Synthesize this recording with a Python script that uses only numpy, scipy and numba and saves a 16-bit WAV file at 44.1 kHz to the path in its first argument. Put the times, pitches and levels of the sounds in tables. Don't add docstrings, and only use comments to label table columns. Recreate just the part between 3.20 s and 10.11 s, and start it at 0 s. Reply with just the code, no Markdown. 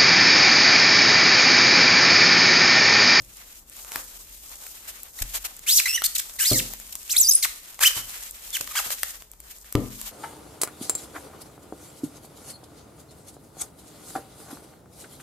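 import sys
import numpy as np
from scipy import signal
from scipy.fft import rfft, irfft, next_fast_len
from scipy.io import wavfile
from scipy.ndimage import uniform_filter1d
from numba import njit

SR = 44100
rng = np.random.default_rng(int(sys.argv[2]) if len(sys.argv) > 2 else 0)


def output_pcm(signal):
    pcm = np.clip(np.atleast_2d(signal).T, -1, 1) * 32767
    wavfile.write(sys.argv[1], SR, np.round(pcm).astype(np.int16))


N = 304863
TOP_HZ = 14280

# (overtones [dB, relative], grit [dB, relative],
# path of (time [s], slip rate [Hz], level [dB]))
SQUEAKS = [ (2, -9, [(1.983, 1760, -46), (1.99, 1980, -43), (2.0, 2670, -41)]),
           (-20, -5, [(2.462, 1880, -42), (2.472, 2594, -30), (2.482, 4300, -28)]),
           (-1, 3.5, [(2.46, 2140, -49), (2.485, 2980, -24), (2.53, 5130, -21), (2.555, 6430, -23),
           (2.573, 6260, -18), (2.59, 3820, -21.5), (2.606, 1710, -21)]), (-4, -1, [(2.655, 2090, -14.5),
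           (2.668, 1905, -30), (2.688, 2670, -23.5)]), (6, -5, [(2.684, 2700, -30.5), (2.73, 2670, -32),
           (2.768, 3106, -24.5)]), (-7, -10.5, [(2.772, 2320, -24), (2.78, 1895, -23.5),
           (2.795, 1540, -49)]), (5, 7.5, [(2.836, 3190, -22), (2.857, 4510, -29.5), (2.869, 4310, -19)]),
           (5.5, 7, [(2.948, 4850, -27), (2.958, 4140, -30), (2.972, 1700, -32)]),
           (-9, 11, [(2.978, 8280, -22.5), (2.99, 4220, -38), (3.004, 1710, -24.5)]),
           (-10, -16, [(3.203, 6800, -26), (3.22, 9600, -18), (3.243, 5940, -53)]),
           (4, 10, [(3.186, 1790, -39), (3.205, 2715, -33), (3.22, 3130, -36), (3.248, 2770, -31)]),
           (1, 4, [(3.242, 2770, -34), (3.258, 3930, -25), (3.275, 4760, -23), (3.293, 5240, -26),
           (3.303, 4320, -26), (3.317, 4320, -25), (3.333, 2510, -28)]), (7, -24, [(3.238, 2280, -46),
           (3.255, 1910, -37), (3.27, 2380, -28)]), (-8, 3, [(3.33, 4234, -10), (3.34, 4310, -30.5),
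           (3.373, 7920, -24), (3.384, 6730, -22.5), (3.393, 3926, -25.5), (3.408, 1430, -30)]),
           (6, -17, [(3.33, 2350, -34), (3.38, 1700, -39)]), (-6, 3, [(3.892, 2060, -35),
           (3.912, 5230, -26.5), (3.934, 8700, -17)]), (-13, 1.5, [(3.925, 2830, -44), (3.955, 2074, -34.5),
           (3.985, 2770, -46)]), (2.5, -14.5, [(3.962, 3090, -14), (3.978, 4780, -24.5), (4.0, 8120, -16),
           (4.012, 7150, -15), (4.026, 6100, -23)]), (-1, -22, [(4.02, 6030, -15), (4.033, 6180, -21),
           (4.046, 4770, -24.5), (4.072, 4850, -21), (4.085, 6000, -16), (4.104, 6580, -12.5)]),
           (-10, -22.5, [(3.974, 10110, -19), (3.985, 9680, -12.5), (4.01, 9300, -22.5)]),
           (6, -2, [(4.108, 5670, -13.5), (4.12, 4870, -23.5), (4.131, 5750, -18.5)]),
           (-8, -35, [(4.132, 8700, -12.5), (4.155, 9440, -9), (4.178, 11250, -39), (4.19, 11300, -26.5)]),
           (-10, -39, [(4.132, 8000, -17.5), (4.155, 8700, -20.5)]), (-3.5, 7.5, [(4.224, 5084, -19),
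           (4.232, 4460, -25), (4.246, 2883, -25.5), (4.259, 706, -31)]), (13.5, 14, [(4.604, 701, -38.5),
           (4.62, 900, -40), (4.641, 1820, -25.5)]), (-8.5, -4, [(4.635, 1530, -15.5), (4.658, 2950, -16),
           (4.667, 3120, -10), (4.678, 3035, -16), (4.69, 2530, -25)]), (-8, 5, [(5.325, 3504, -39),
           (5.34, 3520, -37), (5.355, 3010, -29), (5.365, 2624, -34), (5.374, 1290, -25)]),
           (-1, 3, [(5.508, 1236, -38), (5.518, 1280, -44.5), (5.527, 1080, -40)]),
           (5.5, 4.5, [(5.55, 713, -35), (5.562, 1387, -33.5), (5.577, 1731, -28), (5.592, 1336, -31),
           (5.607, 656, -33.5)]), ]
# (frequency [Hz], density [dB per Hz, relative])
CRISP = [(1500, -35), (3500, -10), (5000, -1.5), (7500, 4.5), (10500, -1), (13000, 0.5), (15000, 2)]
# (frequency [Hz], density [dB per Hz, relative])
DULL = [(200, -31.5), (500, -1), (1200, 2.5), (2500, -2), (4000, -5), (6000, -10.5)]


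def undb(db):
    return 10 ** (np.asarray(db) / 20)


def unit(x):
    return x / np.sqrt(np.mean(x ** 2))


def colour(x, table):
    size = next_fast_len(x.shape[-1] + 2048)
    hz, db = np.transpose(table)
    bin_hz = np.arange(size // 2 + 1) * SR / size
    gain = undb(np.interp(np.log(bin_hz + 1), np.log(hz), db))
    return irfft(rfft(x, size) * gain, size)[..., :x.shape[-1]]


def walk(rate_hz):
    k = max(int(SR / rate_hz), 1)
    steps = rng.standard_normal(N // 20)[np.arange(N) // max(k, 21)]
    return 1.3 * uniform_filter1d(uniform_filter1d(steps, k), k)


def add(track, start_s, piece):
    i = int(start_s * SR)
    track[..., i:i + piece.shape[-1]] += piece[..., :N - i]


@njit
def above(x, hz):
    y, band, low_state = np.empty(len(x)), 0., 0.
    damping = 1.2
    for i in range(len(x)):
        g = np.tan(np.pi * hz[i] / SR)
        v = (band + g * (x[i] - low_state)) / (1 + g * (g + damping))
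        low = low_state + g * v
        y[i] = x[i] - damping * v - low
        band = 2 * v - band
        low_state = 2 * low - low_state
    return y


def grains(spread_db, likeness):
    sizes = undb(spread_db * rng.exponential(1., (2, N)))
    shared = rng.standard_normal((2, N))
    own = rng.standard_normal((2, 2, N))
    likeness = np.clip(likeness, 0, 1)
    ticks = sizes * (np.sqrt(likeness) * shared + np.sqrt(1 - likeness) * own)
    return unit(colour(ticks[:, 0], CRISP)), unit(colour(ticks[:, 1], DULL))


def air():
    # (frequency [Hz], density [dB, relative])
    air_spectrum = [(25, 7.5), (100, -8.5), (200, -8.5), (400, -10.5), (1000, -18.5), (3000, -30),
                    (7500, -45), (14000, -46)]
    air_db, rumble_hz, rumble_db = -57, 44, -56.5
    mid, side = rng.standard_normal((2, N))
    side = colour(side, [(150, -13), (1200, -6.5)])
    hiss = unit(colour(np.array([mid + side, mid - side]), air_spectrum)) * undb(air_db)
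    band = [(rumble_hz * 0.23, -20), (rumble_hz, 0), (rumble_hz * 1.3, -3),
            (rumble_hz * 1.94, -35), (300, -90)]
    rumble = unit(colour(rng.standard_normal(N), band))
    return hiss + rumble * undb(rumble_db + 0.5 * walk(0.96))


def room(x):
    t60_s, level_db, top_hz = .42, -12, 9000
    t = np.arange(SR // 2) / SR
    onset = np.clip((t - .002) / 0.0033, 0, 1)
    tail = rng.standard_normal((2, len(t))) * 1000. ** (-t / t60_s) * onset
    tail = signal.lfilter(*signal.butter(1, top_hz, fs=SR), tail)
    tail = tail / np.sqrt(np.sum(tail ** 2, axis=1, keepdims=True))
    return undb(level_db) * signal.fftconvolve(x, tail, axes=1)[:, :N]


def crackle():
    creases_per_s = 700
    struck = rng.random(N) < creases_per_s / SR
    sizes = undb(5.4 * np.minimum(rng.exponential(1., N), 4.0))
    ticks = struck * sizes * rng.standard_normal(N)
    fold = rng.standard_normal((2, 60)) * np.exp(-np.arange(60) / 23.0)
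    return unit(colour(signal.fftconvolve(ticks[None], fold, axes=1)[:, :N], CRISP))


def settling():
    level_db, t60_s = -7, .3
    t, strain = np.arange(N) / SR, np.zeros(N)
    for _, grit_db, path in SQUEAKS:
        s, _, db = np.transpose(path)
        strain += (t > s[0]) * (t < s[-1]) * undb(np.interp(t, s, db) + min(grit_db, 0))
    keep = 1000. ** (-1 / (t60_s * SR))
    return undb(level_db) * signal.lfilter([1 - keep], [1, -keep], strain)


def rustle():
    # (time [s], crisp part [dB])
    hand_levels = [(0, -55), (.15, -46.5), (.38, -48.5), (.44, -60.5), (.6, -40.5), (.9, -46),
                   (1.05, -45.5), (1.6, -44.5), (1.92, -53), (2.0, -37), (2.4, -49.5), (3.7, -43),
                   (4.45, -47), (4.9, -41.5), (5.12, -41.5), (5.3, -42.5), (5.8, -36), (5.9, -36.5),
                   (6.08, -61), (6.17, -61.5), (6.28, -51), (6.91, -43.5)]
    # (time [s], length [s], level [dB], dull part [dB, relative])
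    scuffs = [(0.704, 0.13, -42.5, 2.5), (1.308, 0.039, -48.5, -1.5), (1.433, 0.014, -44, -6),
              (1.671, 0.047, -35, -11), (2.018, 0.012, -18.5, -15), (2.132, 0.055, -24.5, -10),
              (2.24, 0.033, -26, -7), (3.722, 0.014, -30, -19), (4.745, 0.074, -29, -3),
              (5.019, 0.025, -42.5, -5), (5.408, 0.0072, -21.5, -6), (5.703, 0.0059, -26.5, 2.5),
              (5.706, 0.039, -24, -11), (6.296, 0.038, -41, -24), (6.85, 0.057, -34.5, -9)]
    hands_dull_db, settle_dull_db = -7.5, -23
    swell_db, swell_hz = 1.2, 12
    t = np.arange(N) / SR
    hands = undb(np.interp(t, *np.transpose(hand_levels)) + swell_db * walk(swell_hz))
    after = settling()
    flicker = undb(0.6 * walk(35) + 1.67 * walk(90))
    bright = (hands + after) * flicker
    dark = hands * undb(hands_dull_db) + after * undb(settle_dull_db)
    dark = dark * flicker * undb(3.04 * walk(30))
    creases = undb(-4.0) * hands * flicker * crackle()
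    for start_s, length_s, db, dull_db in scuffs:
        u = np.arange(int(length_s * SR) + 1) / (length_s * SR)
        shape = undb(db) * np.clip(u / 0.42, 0, 1) * np.clip((1 - u) / 0.72, 0, 1)
        add(bright, start_s, shape)
        add(dark, start_s, shape * undb(dull_db))
    crisp, dull = grains(spread_db=1.98, likeness=0.049)
    fold_hz = np.clip(2600 * np.exp(0.28 * walk(30)), 500, 8000)
    crisp = np.array([above(n, fold_hz) for n in crisp + undb(-6) * dull])
    return bright * crisp + dark * dull + creases


def knocks():
    # (time [s], peak [dB], contact time constant [s], boost of the edge modes [dB])
    blow_list = [(0, -35.5, .0012, 25), (0.758, -33.5, 0.000061, 16), (2.013, -18.5, 0.0062, -9),
                 (3.315, -10, 0.00024, 14.5), (4.766, -32, 0.001, -2), (5.406, -32, 0.000054, 17),
                 (5.66, -40, 0.00031, 3), (6.5517, -4, 0.0002, -2.5)]
    # (frequency [Hz], level [dB, relative], t60 [s])
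    modes = [(42.3, -12, 0.93), (104, 3.5, 0.05), (119.2, -2.5, 0.4), (211.3, -18, 0.9), (256, -7, 0.49),
             (301, 2, 0.17), (400, 9, 0.051), (523, -18, 0.33), (602, -6.5, 0.095), (709, -15.5, 0.11),
             (1016, -8, 0.096), (1195, 7.5, 0.042), (1318, 2, 0.064)]
    edge_range_hz = 450, 900
    out, t = np.zeros((2, N)), np.arange(SR) / SR
    spots = rng.standard_normal((len(blow_list), 2, len(modes)))
    rattle = rng.standard_normal((len(blow_list), 2, len(t)))
    shake_band = signal.butter(2, (90, 420), "bandpass", fs=SR)
    for (s, peak_db, contact_s, edge_db), spot, noise in zip(blow_list, spots, rattle):
        ring = 0
        for (hz, mode_db, t60_s), spot_level in zip(modes, spot.T):
            place_db = edge_db * (edge_range_hz[0] < hz < edge_range_hz[1])
            gain = undb(mode_db + place_db + 2.4 * spot_level[:, None])
            ring = ring + gain * np.sin(2 * np.pi * hz * t) * 1000. 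** (-t / t60_s)
        shake = signal.lfilter(*shake_band, noise[0] + 0.15 * noise)
        ring = ring + undb(16.5) * shake * 1000. ** (-t / 0.39)
        push = np.exp(-np.arange(2000) / (contact_s * SR))
        blow = signal.fftconvolve(ring, np.convolve(push, push)[None], axes=1)
        add(out, s, -undb(peak_db) * blow / np.abs(blow).max())
    return out


def snaps():
    # (time [s], crisp peak [dB], dull part [dB re crisp, before 8 dB gain])
    crease_list = [(0.4978, -27, -40), (0.5666, -24, -30), (0.6478, -27.5, -11), (0.7192, -19, -10),
                   (0.735, -24, -26), (0.7585, -19, -1), (1.4663, -25, -13), (1.8324, -15, -56),
                   (2.3664, -19, -37), (2.393, -20, -30), (2.82, -23, 2.5), (3.5363, -17, -16.5),
                   (3.6, -19, -23), (3.676, -24, -52), (3.7541, -12.5, -26), (4.592, -27.5, -2.5),
                   (5.008, -19, -30), (5.11, -14, -47), (5.475, -22.5, -7), (5.8322, -5.5, -11.5),
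                   (6.022, -26.5, -13), (6.1155, -23.5, -37), (6.135, -36.5, -12), (6.2029, -23, -26),
                   (6.312, -30, -31), (6.385, -30, -35.5), (6.445, -38, -10), (6.5253, -14, -24),
                   (6.553, -28, 8), (6.8145, -18, -19)]
    # (frequency [Hz], level [dB])
    snap_edge = [(3000, -16), (8000, 8), (14000, 7.5)]
    crisp_decay_s, dull_decay_s = .0007, .0015
    out, t = np.zeros((2, N)), np.arange(400) / SR
    chance = rng.standard_normal((len(crease_list), len(t)))
    for (s, db, dull_db), noise in zip(crease_list, chance):
        crisp = colour(colour(noise * np.exp(-t / crisp_decay_s), CRISP), snap_edge)
        dull = colour(noise * np.exp(-t / dull_decay_s), DULL)
        burst = crisp / np.abs(crisp).max() + undb(dull_db + 8) * dull / np.abs(dull).max()
        add(out, s, burst * undb(db))
    return out


def squeaks():
    # [dB, relative]
    overtones_db = [-4, -7.5, -13, -12]
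    spot_lag_s, fade_s = .00002, .006
    grit_db_per_octave, grit_pivot_hz = -2, 3500
    out = np.zeros((2, N))
    crisp, dull = grains(spread_db=2.2, likeness=0.4)
    noise = crisp + undb(-8.5) * dull
    waver = .018 * walk(500)
    grit_flicker_db = 0.94 * walk(110)
    stray_ratio = np.exp(.35 * walk(25))
    stray_db = -14 - 9 * np.abs(walk(60))
    tone_flicker_db = -6 * np.abs(walk(170))
    lags_s = spot_lag_s * rng.standard_normal((len(SQUEAKS), 1, 1)) * np.array([[1], [-1]])
    for (over_db, grit_db, path), lag_s in zip(SQUEAKS, lags_s):
        s, hz, level_db = np.transpose(path)
        i, j = int(s[0] * SR), min(int(s[-1] * SR), N)
        t = np.arange(i, j) / SR
        glide_hz = uniform_filter1d(np.interp(t, s, hz), 150, mode="nearest")
        rate_hz = glide_hz * (1 + waver[i:j])
        phase = 2 * np.pi * (np.cumsum(rate_hz) / SR - rate_hz * lag_s)
        over = 0
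        for k, db in enumerate(overtones_db, start=2):
            over = over + undb(db) * np.sin(k * phase) * (k * rate_hz < TOP_HZ)
        tone = np.sin(phase) + undb(over_db) * over
        tone = 2 * tone * undb(tone_flicker_db[i:j])
        edge_hz = np.clip(0.57 * glide_hz, 500, 3800)
        grit = np.array([above(above(n[i:j], edge_hz), edge_hz) for n in noise])
        stray = np.sin(2 * np.pi * np.cumsum(rate_hz * stray_ratio[i:j]) / SR)
        grit = grit + 2 * undb(stray_db[i:j]) * stray
        tilt_db = grit_db_per_octave * np.log2(glide_hz / grit_pivot_hz)
        grit = grit * undb(grit_db + tilt_db + grit_flicker_db[i:j])
        fade = np.clip(np.minimum(t - s[0], s[-1] - t) / fade_s, 0, 1)
        out[:, i:j] += fade * undb(np.interp(t, s, level_db)) * (tone + grit)
    return out


def scene():
    # (frequency [Hz], level [dB])
    thud_echo = [(250, -17.5), (800, 2.5)]
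    near, blows = squeaks() + snaps(), knocks()
    echoes = room(near + colour(blows, thud_echo))
    return near + blows + echoes + rustle() + air()


def record(dry):
    # (frequency [Hz], left minus right [dB])
    ports = [(60, 1.5), (400, 1), (800, 1), (2400, 0), (5000, -2), (8000, -5.5), (11000, 8), (14000, 15.5)]
    left_lag_samples = 1
    left = colour(np.roll(dry[0], left_lag_samples), [(hz, db / 2) for hz, db in ports])
    right = colour(dry[1], [(hz, -db / 2) for hz, db in ports])
    both = signal.lfilter(*signal.butter(2, 32, "highpass", fs=SR), np.array([left, right]))
    return signal.sosfilt(signal.ellip(12, .2, 95, TOP_HZ, fs=SR, output="sos"), both)


dry = scene()
out = record(dry)
output_pcm(out)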